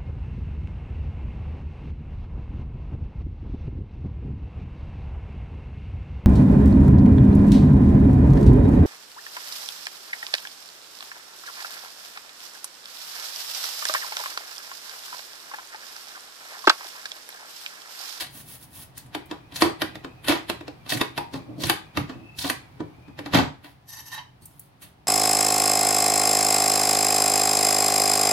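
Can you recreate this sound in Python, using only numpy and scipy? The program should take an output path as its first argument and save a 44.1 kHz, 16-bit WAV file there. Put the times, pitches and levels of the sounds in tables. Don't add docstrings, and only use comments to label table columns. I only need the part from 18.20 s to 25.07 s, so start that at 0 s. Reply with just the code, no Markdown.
import sys
import numpy as np
from scipy import signal
from scipy.fft import rfft, irfft, next_fast_len
from scipy.io import wavfile

SR = 44100
rng = np.random.default_rng(int(sys.argv[2]) if len(sys.argv) > 2 else 0)


def master_out(mix):
    frames = np.transpose(np.atleast_2d(mix))
    ceiling = np.clip(frames, -1, 1)
    pcm = np.round(ceiling * 32767).astype(np.int16)
    wavfile.write(sys.argv[1], SR, pcm)


N = 302967
TIME = np.arange(N) / SR

# start_s, level_db, hardness_db, boom_db, drum_pitch_hz, crack_over_ring_db
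BLOW_EVENTS = [(0.008, -39, 7, -63, 322, -16), (0.776, -56.5, 14, -56, 283, 34),
               (0.861, -70, 12, -52, 241.5, 14), (0.949, -33, -2, -51, 313, 19),
               (1.112, -37, -5.5, -50, 310, 14), (1.322, -47, 0, -51, 290, 8),
               (1.36, -44, 8.5, -49, 300, 1), (1.412, -35.5, 9, -57, 330, 6),
               (1.421, -17.5, -3, -33, 324, 12.5), (1.451, -34.5, -13, -53, 345, -5),
               (1.618, -26, 0.5, -39, 324, 25), (1.755, -42, -1.5, -46, 315, 27.5),
               (1.846, -41, -6.5, -48, 267, 36), (2.046, -43, 4.5, -61, 315, 0),
               (2.083, -22.5, 3, -55, 293.4, 1.5), (2.094, -23, -4.5, -36.5, 309, -14),
               (2.122, -26, -4, -48, 328, 8), (2.298, -28, 0.5, -42.5, 352, 36.5),
               (2.409, -45.5, -7, -58, 304, 22.5), (2.48, -41, -7, -54, 311, 33),
               (2.663, -46.5, -0.5, -54, 270, -7.5), (2.722, -29, 3, -43, 303, 16),
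               (2.773, -41, 7, -50, 315, 24), (2.812, -24, 0, -54, 326, 44),
               (2.978, -31, -0.5, -48, 354, 30), (2.984, -41.5, 0, -41.5, 284, 32.5),
               (3.139, -38.5, -8.5, -41, 275, -1), (3.436, -32.5, 1, -32, 345, 20),
               (3.468, -41, 9, -61, 336, 27), (3.497, -21, 3.5, -48, 326.6, 21),
               (3.772, -27, -2.5, -28.5, 298, 15), (3.895, -41.5, -7, -54, 258, 3),
               (4.189, -53, 17, -44.5, 259, 0), (4.245, -32, -3.5, -39, 279, 8),
               (4.299, -26.5, 4, -50, 252, 31), (4.604, -43, -15.5, -38, 313, 22.5),
               (4.881, -56.5, -11, -46.5, 282, 6), (4.99, -38, -4, -43.5, 305, 21),
               (5.06, -38.5, -4.5, -47, 290, 13), (5.136, -27, -5, -31, 255, 7.5),
               (5.146, -17.5, -2.5, -19.5, 261.5, -2), (5.187, -25, -7.5, -28, 262, -0.5),
               (5.227, -48.5, -9, -33, 297, 2), (5.444, -47, 0, -56.5, 295, -17),
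               (6.22, -79.5, 16.5, -50, 249, -3), (6.622, -52.5, 7, -54, 319, -6)]
# low_hz, high_hz, ring_t60_s, rise_s, crack_share (ratio),
# level_db, tilt (dB per dB of hardness), drag_db
STEEL_REGISTERS = [(66, 183, 0.32, 0.0051, 0.025, -0.5, 0, 1.5),
                   (211, 570, 0.18, 0.0023, 0.06, 0.35, -1.0, -8),
                   (467.4, 1370, 0.19, 0.002, 0.96, -1.06, -0.41, -5),
                   (1470, 7970, 0.21, 0.000068, 1, -0.5, 0.5, -1),
                   (5250, 14000, 0.18, 0.0011, .45, -7.5, 1.39, 0.5)]
# (per Hz, relative)
STEEL_SPECTRUM = [(29, -32), (50, -13), (75, -22.5), (137, -12.5), (206, -18), (256, -5), (341, -0.5),
                  (501, -6.5), (718, -9.5), (981, -12), (1280, -16), (3760, -13.5), (6380, -23),
                  (10600, -18), (15500, -30.5)]
# freq_hz, width_hz, level_db (over the dense modes)
LID_MODES = [(85, 12, -7), (139, 21, -2.5), (268, 4.3, 3), (300, 2.6, 5), (345, 26, -5), (710, 8.5, -0.5),
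             (729, 3.9, 10.5), (810, 23, 6.5), (976, 7.9, 9.5), (984, 23, 4.5), (1110, 11, -10.5),
             (1217, 16, 6.5), (1370, 19, -11), (1450, 32, 0.5), (1657, 6.1, 14), (1956, 60, 4),
             (2205, 10, -15.5), (3120, 22, -12.5), (3040, 24, -11.5), (3500, 16, -10), (4130, 31, -2)]
BOOM_HZ, BOOM_T60_S, BOOM_SHARE = 85.9, 0.21, 0.27


def blows(crack_s=0.0031, drag_s=0.0092, drag_loss_db_per_db=0.086, drag_ref_db=-35,
          drum_share=0.57, drum_t60_s=0.13, pull_sharp=0.1,
          chatter_hz=260, chatter_db=2.5, side_db=-4.0):
    lead, size, head = int(0.04 * SR), int(0.6 * SR), int(0.03 * SR)
    t = (np.arange(size) - lead) / SR
    after = np.maximum(t, 0)
    out = np.zeros((2, N + 2 * size))

    mid, side = colour(rng.standard_normal((2, N)), STEEL_SPECTRUM, LID_MODES)
    steel = mid + from_db(side_db) * band(side, 150, 16000) * [[1], [-1]]
    steel = steel * flutter(chatter_hz, chatter_db)

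    starts = rng.integers(0, N - size, len(BLOW_EVENTS))
    rattles = [rebounds(after, crack_s) for _ in BLOW_EVENTS]
    drum_fade = from_db(-60 * after / drum_t60_s)
    boom = np.sqrt(2) * np.sin(2 * np.pi * BOOM_HZ * after) * from_db(-60 * after / BOOM_T60_S)

    for k, register in enumerate(STEEL_REGISTERS):
        low_hz, high_hz, t60_s, rise_s, crack_share, register_db, tilt, drag_db = register
        modes = rms_one(band(steel, low_hz, high_hz))
        attack = 1 - np.exp(-after / rise_s)
        fade = from_db(-60 * after / t60_s)
        crack = 2 * crack_share * np.exp(-after / crack_s)
        drag = np.exp(-np.abs(t) / drag_s) * (1 - attack)
        for blow, start, rattle in zip(BLOW_EVENTS, starts, rattles):
            start_s, level_db, hardness_db, boom_db, drum_hz, crack_db = blow
            mix = modes[:, start:start + size]
            ring = mix * attack * (fade * (1 + crack_share * rattle) + from_db(crack_db) * crack)
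            if k == 0:
                ring = (1 - BOOM_SHARE) * ring + BOOM_SHARE * boom * attack
            if k == 1:
                glide_hz = drum_hz * (1 + pull_sharp * (drum_fade - 0.5))
                phase = 2 * np.pi * np.cumsum(glide_hz * (t > 0)) / SR
                drum = np.sqrt(2) * np.sin(phase) * attack * drum_fade
                ring = (1 - drum_share) * ring + drum_share * drum
            ring = ring / np.sqrt(np.mean(ring[:, lead:lead + head] ** 2))
            loss_db = drag_loss_db_per_db * max(level_db - drag_ref_db, 0)
            dragged = from_db(drag_db - loss_db) * drag * mix
            gain_db = (level_db if k else boom_db) + register_db + tilt * hardness_db
            at = max(0, round(start_s * SR))
            out[:, at:at + size] += from_db(gain_db) * (ring + dragged)
    return out[:, lead:lead + N]


def rebounds(after, crack_s, gap_s=0.011, level_db=-1.5, count=8):
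    gaps, sizes = rng.uniform(0.4, 1.6, (2, count))
    hits_s = np.cumsum(gap_s * gaps)
    cracks = sum(size * (after > s) * np.exp(-np.abs(after - s) / crack_s)
                 for s, size in zip(hits_s, sizes))
    return from_db(level_db) * cracks


# start_s, hold_s, level_db
GRIND_STROKES = [(0.002, 0.0053, -28.5), (0.772, 0.0039, -45.5), (1.362, .004, -33), (2.70, 0.034, -30.5),
                 (3.136, 0.017, -44.5), (3.408, .05, -31.5), (4.188, 0.11, -35)]
# (per Hz, relative)
JAW_SPECTRUM = [(240, -16), (400, -5.5), (994, 7), (1140, -7), (1530, 3), (2630, 6), (4180, 14),
                (6640, 1.5), (10700, 3), (16000, -3.5)]
# start_s, hold_s, level_db (before flex_trim_db)
FLEX_STROKES = [(2.73, 0.037, -27.5), (3.15, .03, -35), (3.29, 0.024, -33), (3.385, 0.061, -31.5),
                (3.96, 0.0041, -38.5), (4.03, 0.006, -45.5), (4.785, 0.0068, -47.5), (4.89, 0.027, -49)]
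# (per Hz, relative)
SHEET_SPECTRUM = [(41, -37), (70, -51.5), (118, 5.5), (171, -8.5), (332, 1.5), (388, -18), (554, -13),
                  (1030, -29.5), (1200, -28.5), (1560, -51), (2640, -120)]


def clamp(flex_trim_db=-2):
    teeth = colour(friction(per_s=6000, spread_db=2.5), JAW_SPECTRUM, LID_MODES)
    teeth = teeth * flutter(rate_hz=45, depth_db=3.5)
    grind = swell(GRIND_STROKES, attack_s=0.022, release_s=0.049) * teeth
    slips = colour(friction(per_s=5000, spread_db=1), SHEET_SPECTRUM)
    groan = swell(FLEX_STROKES, attack_s=0.029, release_s=0.099) * slips
    return grind + from_db(flex_trim_db) * groan


# start_s, level_db
FRAME_KNOCKS = [(0.951, -45), (2.98, -24.5), (5.146, -20)]
# freq_hz, level_db, t60_s
CLAMP_FRAME_MODES = [(830, -4, 0.17), (935, -1.5, 0.16), (995, -4, 0.1), (1020, -8.5, .12),
                     (1236, -13.5, 0.09)]


def clamp_frame():
    return rings(FRAME_KNOCKS, CLAMP_FRAME_MODES)


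# start_s, centre_hz, level_db, t60_s
TICK_EVENTS = [(0.778, 11800, -26, 0.023), (1.056, 11500, -52, 0.086), (1.358, 4770, -27, 0.044),
               (3.436, 4220, -20.5, 0.036), (4.186, 3900, -25.5, 0.044), (6.255, 11100, -32, 0.033),
               (6.394, 12100, -28.5, 0.024), (6.622, 9220, -43, 0.034)]


def ticks(rise_s=0.0012):
    out, t = np.zeros((2, N)), TIME[:SR // 5]
    for start_s, centre_hz, level_db, t60_s in TICK_EVENTS:
        noise = rng.standard_normal(len(t)) + rng.standard_normal((2, len(t)))
        modes = rms_one(band(noise, centre_hz / np.sqrt(2), centre_hz * np.sqrt(2)))
        envelope = from_db(level_db - 60 * t / t60_s) * (1 - np.exp(-t / rise_s))
        at = round(start_s * SR)
        out[:, at:at + len(t)] += modes * envelope
    return out


# start_s, hold_s, shaft_db, tip_db
SCRAPE_STROKES = [(5.69, 0.0047, -53, -42.5), (5.731, 0.0056, -45, -40.5), (5.773, 0.032, -46, -43.5),
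                  (5.864, 0.021, -51.5, -45.5), (5.921, 0.028, -38.5, -41), (5.977, 0.014, -39, -62)]
# (per Hz, relative)
IRON_SPECTRUM = [(350, -46), (600, -5), (970, -4.5), (1290, -10.5), (1800, -1), (2240, -10.5), (10300, -1),
                 (11500, -5.5), (16000, -9)]
# freq_hz, width_hz, level_db (over the broad spectrum)
IRON_RESONANCES = [(862, 36, 15.5), (980, 19, 20.5), (1083, 49, 13.5), (1814, 71, 12.5), (2080, 40, 14),
                   (2780, 91, 10), (3080, 72, 11), (3700, 49, 9), (3860, 84, 14), (4450, 100, 13.5),
                   (4860, 23, 18), (5840, 700, 13), (11500, 160, 20), (11900, 160, 11), (14200, 250, 9)]
SHAFT_TOP_HZ = 3300


def iron_tool(ring_t60_s=0.048, jingle_db=-2, attack_s=0.018, release_s=0.043, count=70):
    rows = np.array(SCRAPE_STROKES)
    first = int((rows[0, 0] - 0.04) * SR)
    last = int((rows[-1, 0] + 0.14) * SR)
    skips = friction(per_s=3000, spread_db=2)
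    jingle = np.zeros((2, N))
    decay = from_db(-60 / (ring_t60_s * SR))
    for hz in np.linspace(2400, 15500, count) + rng.uniform(-90, 90, count):
        w = 2 * np.pi * hz / SR
        caught = skips[:, first:last] * (rng.random(last - first) < 0.02)
        resonator = [1, -2 * decay * np.cos(w), decay * decay]
        jingle[:, first:last] += signal.lfilter([0, np.sin(w)], resonator, caught + 1e-18)
    jingle /= np.sqrt(np.mean(jingle[:, first:last] ** 2))

    excitation = rms_one(skips) + from_db(jingle_db) * jingle
    iron = colour(excitation, IRON_SPECTRUM, IRON_RESONANCES)
    shaft = band(iron, 650, SHAFT_TOP_HZ)
    tip = band(iron, SHAFT_TOP_HZ, 16000)
    return sum(swell(rows[:, [0, 1, column]], attack_s, release_s) * part / np.std(part[:, first:last])
               for column, part in [(2, shaft), (3, tip)])


# start_s, level_db
ROD_CLINKS = [(6.221, -64), (6.259, -72), (6.396, -72), (6.621, -60)]
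# freq_hz, level_db, t60_s
STEEL_ROD_MODES = [(2700, -13, 0.435), (4240, -3, 0.21), (4520, -1, .14), (8554, 8, 0.15), (10400, -3, .15),
                   (11200, -5, .13)]


def rod():
    return rings(ROD_CLINKS, STEEL_ROD_MODES)


# start_s, hold_s, level_db (before wipe_trim_db)
WIPE_STROKES = [(0.15, 0.06, -45.5), (0.285, 0.073, -46), (0.43, 0.009, -48), (0.555, 0.079, -45.5)]
# start_s, hold_s, level_db (before slide_trim_db)
SLIDE_STROKES = [(5.44, 0.075, -61), (6.22, 0.033, -55), (6.31, 0.15, -61), (6.62, .012, -44)]
# (per Hz, relative)
GLOVE_SPECTRUM = [(240, 10), (400, -4), (2000, -6), (3370, -3), (7630, -8.5), (10400, 4), (15000, -4),
                  (16000, 2)]


def handling(wipe_trim_db=5.0, slide_trim_db=-0.5):
    cloth = colour(friction(per_s=12000, spread_db=2.5), GLOVE_SPECTRUM)
    wipes = swell(WIPE_STROKES, attack_s=0.061, release_s=0.03)
    slides = swell(SLIDE_STROKES, attack_s=0.014, release_s=0.065)
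    return cloth * (from_db(wipe_trim_db) * wipes + from_db(slide_trim_db) * slides)


# time_s, pitch_hz
MOTOR_PITCH = [(1.05, 2390), (1.3, 2475), (1.929, 2505), (2.6, 2383), (3.351, 2416), (3.7, 2424),
               (4.121, 2620), (4.47, 2313), (4.7, 2320), (4.9, 2480), (5.2, 2400)]
WHINE_REF_HZ, WHINE_DB, WHINE_DB_PER_HZ = 2400, -64, 0.0289


def far_motor(blur_hz=62, fade_s=0.094):
    time_s, pitch_hz = np.transpose(MOTOR_PITCH)
    pitch = np.interp(TIME, time_s, pitch_hz)
    phase = 2 * np.pi * np.cumsum(pitch) / SR
    blur = lowpass(rng.standard_normal((2, 2, N)), blur_hz)
    whine = rms_one(blur[0] * np.cos(phase) + blur[1] * np.sin(phase))
    level = swell([(time_s[0], time_s[-1] - time_s[0], WHINE_DB)], fade_s, fade_s)
    level = level * from_db(WHINE_DB_PER_HZ * (pitch - WHINE_REF_HZ))
    return level * whine * flutter(rate_hz=24, depth_db=4)


# (per Hz, relative)
AIR_SPECTRUM = [(15, -58.5), (25, -15), (72, 1), (137, 5), (217, -7), (277, -4), (463, -15), (641, -14),
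                (754, -10), (1440, -20), (2610, -23.5), (4740, -29), (7310, -39.5), (10400, -37),
                (16000, -40.5)]
# time_s, level_db
AIR_LEVELS = [(0, -53), (2.0, -50), (4.6, -50.5), (5.35, -55.5)]
# freq_hz, width_hz, level_db (over the broad spectrum)
HUM_MODES = [(83.2, 3.7, -5), (125.2, 3.2, 6.5)]


def air(side_db=-9, treble_side_db=-3):
    mid, side = colour(rng.standard_normal((2, N)), AIR_SPECTRUM, HUM_MODES)
    side = from_db(side_db) * side + from_db(treble_side_db) * band(side, 300, 16000)
    level = from_db(np.interp(TIME, *np.transpose(AIR_LEVELS)))
    return level * (mid + side * [[1], [-1]])


# freq_hz, t60_s
WORKSHOP_T60 = [(100, .42), (400, 0.3), (1800, 0.34), (3500, 0.3), (6600, 0.29), (12400, 0.2)]


def workshop(x, near_db=-7, near_t60_s=0.043, tail_db=-6, build_s=0.00063, diffuse_hz=600, soak_hz=380):
    size = int(0.6 * SR)
    t = np.arange(size) / SR
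    edges_hz = np.geomspace(110, 17000, 9)
    white = rng.standard_normal((2, 2, size))
    tail = 0
    for k, (low, high) in enumerate(zip(edges_hz, edges_hz[1:])):
        t60_s = at_hz(WORKSHOP_T60, np.sqrt(low * high))
        tail = tail + band(white[k % 2], low, high) * from_db(-60 * t / t60_s)
    tail = signal.sosfilt(signal.butter(2, soak_hz, "high", fs=SR, output="sos"), tail)
    near = band(rng.standard_normal((2, size)) * from_db(-60 * t / near_t60_s), diffuse_hz, 8000)
    arrive = 1 - np.exp(-t / build_s)
    response = from_db(near_db) * rms_one(near * arrive) + from_db(tail_db) * rms_one(tail * arrive)
    response = response / np.sqrt(size)
    response[:, 0] += 1
    response = response / np.sqrt(np.sum(response ** 2) / 2)
    return signal.fftconvolve(x, response, axes=1)[:, :N]


def rings(hits, modes):
    out, t = np.zeros((2, N + SR)), TIME[:SR // 2]
    for start_s, hit_db in hits:
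        at = round(start_s * SR)
        for hz, mode_db, t60_s in modes:
            gain = from_db(hit_db + mode_db - 60 * t / t60_s) * (1 - np.exp(-hz * t))
            phase = rng.uniform(0, np.pi, (2, 1))
            out[:, at:at + len(t)] += np.sqrt(2) * gain * np.sin(2 * np.pi * hz * t + phase)
    return out[:, :N]


def friction(per_s, spread_db):
    sizes = from_db(spread_db * np.minimum(rng.exponential(1, N), 4))
    ears = rng.standard_normal(N) + rng.standard_normal((2, N))
    return (rng.random(N) < per_s / SR) * sizes * ears


def colour(x, spectrum, modes=()):
    size = next_fast_len(N)
    hz = np.arange(size // 2 + 1) * SR / size
    peaks = 1 + sum(from_db(db) ** 2 / (1 + (2 * (hz - f) / width) ** 2) for f, width, db in modes)
    below = np.minimum(1, hz / spectrum[0][0]) ** 2
    body = from_db(at_hz(spectrum, hz)) * np.sqrt(peaks) * below
    return rms_one(irfft(rfft(x, size) * body, size)[..., :N])


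def swell(strokes, attack_s, release_s):
    gain = 0
    for start_s, hold_s, level_db in strokes:
        before = np.maximum(start_s - TIME, 0) / attack_s
        past = np.maximum(TIME - start_s - hold_s, 0) / release_s
        gain = gain + from_db(level_db - 20 * (before + past).clip(0, 10))
    return gain


def flutter(rate_hz, depth_db):
    slow = rms_one(lowpass(rng.standard_normal(N), rate_hz))
    return rms_one(from_db(depth_db * np.clip(slow, -2, 2)))


def lowpass(x, hz):
    return signal.sosfilt(signal.butter(2, hz, fs=SR, output="sos"), x)


def band(x, low_hz, high_hz):
    edges_hz = [low_hz, min(high_hz, SR / 2 - 900)]
    return signal.sosfilt(signal.butter(3, edges_hz, "band", fs=SR, output="sos"), x)


def at_hz(points, hz):
    table = np.array(points)
    return np.interp(np.log(np.maximum(hz, 1)), np.log(table[:, 0]), table[:, 1])


def from_db(db):
    return 10 ** (np.asarray(db) / 20)


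def rms_one(x):
    return x / np.sqrt(np.mean(x ** 2) + 1e-20)


def scene():
    pull = blows() + clamp() + clamp_frame() + ticks()
    tools = iron_tool() + rod() + handling()
    return workshop(pull + tools + far_motor()) + air()


def record(dry, ceiling=1.2, cutoff_hz=16000):
    rounded = ceiling * np.tanh(dry / ceiling)
    return signal.sosfilt(signal.ellip(10, 0.1, 80, cutoff_hz, fs=SR, output="sos"), rounded)


dry = scene()
out = record(dry)
master_out(out)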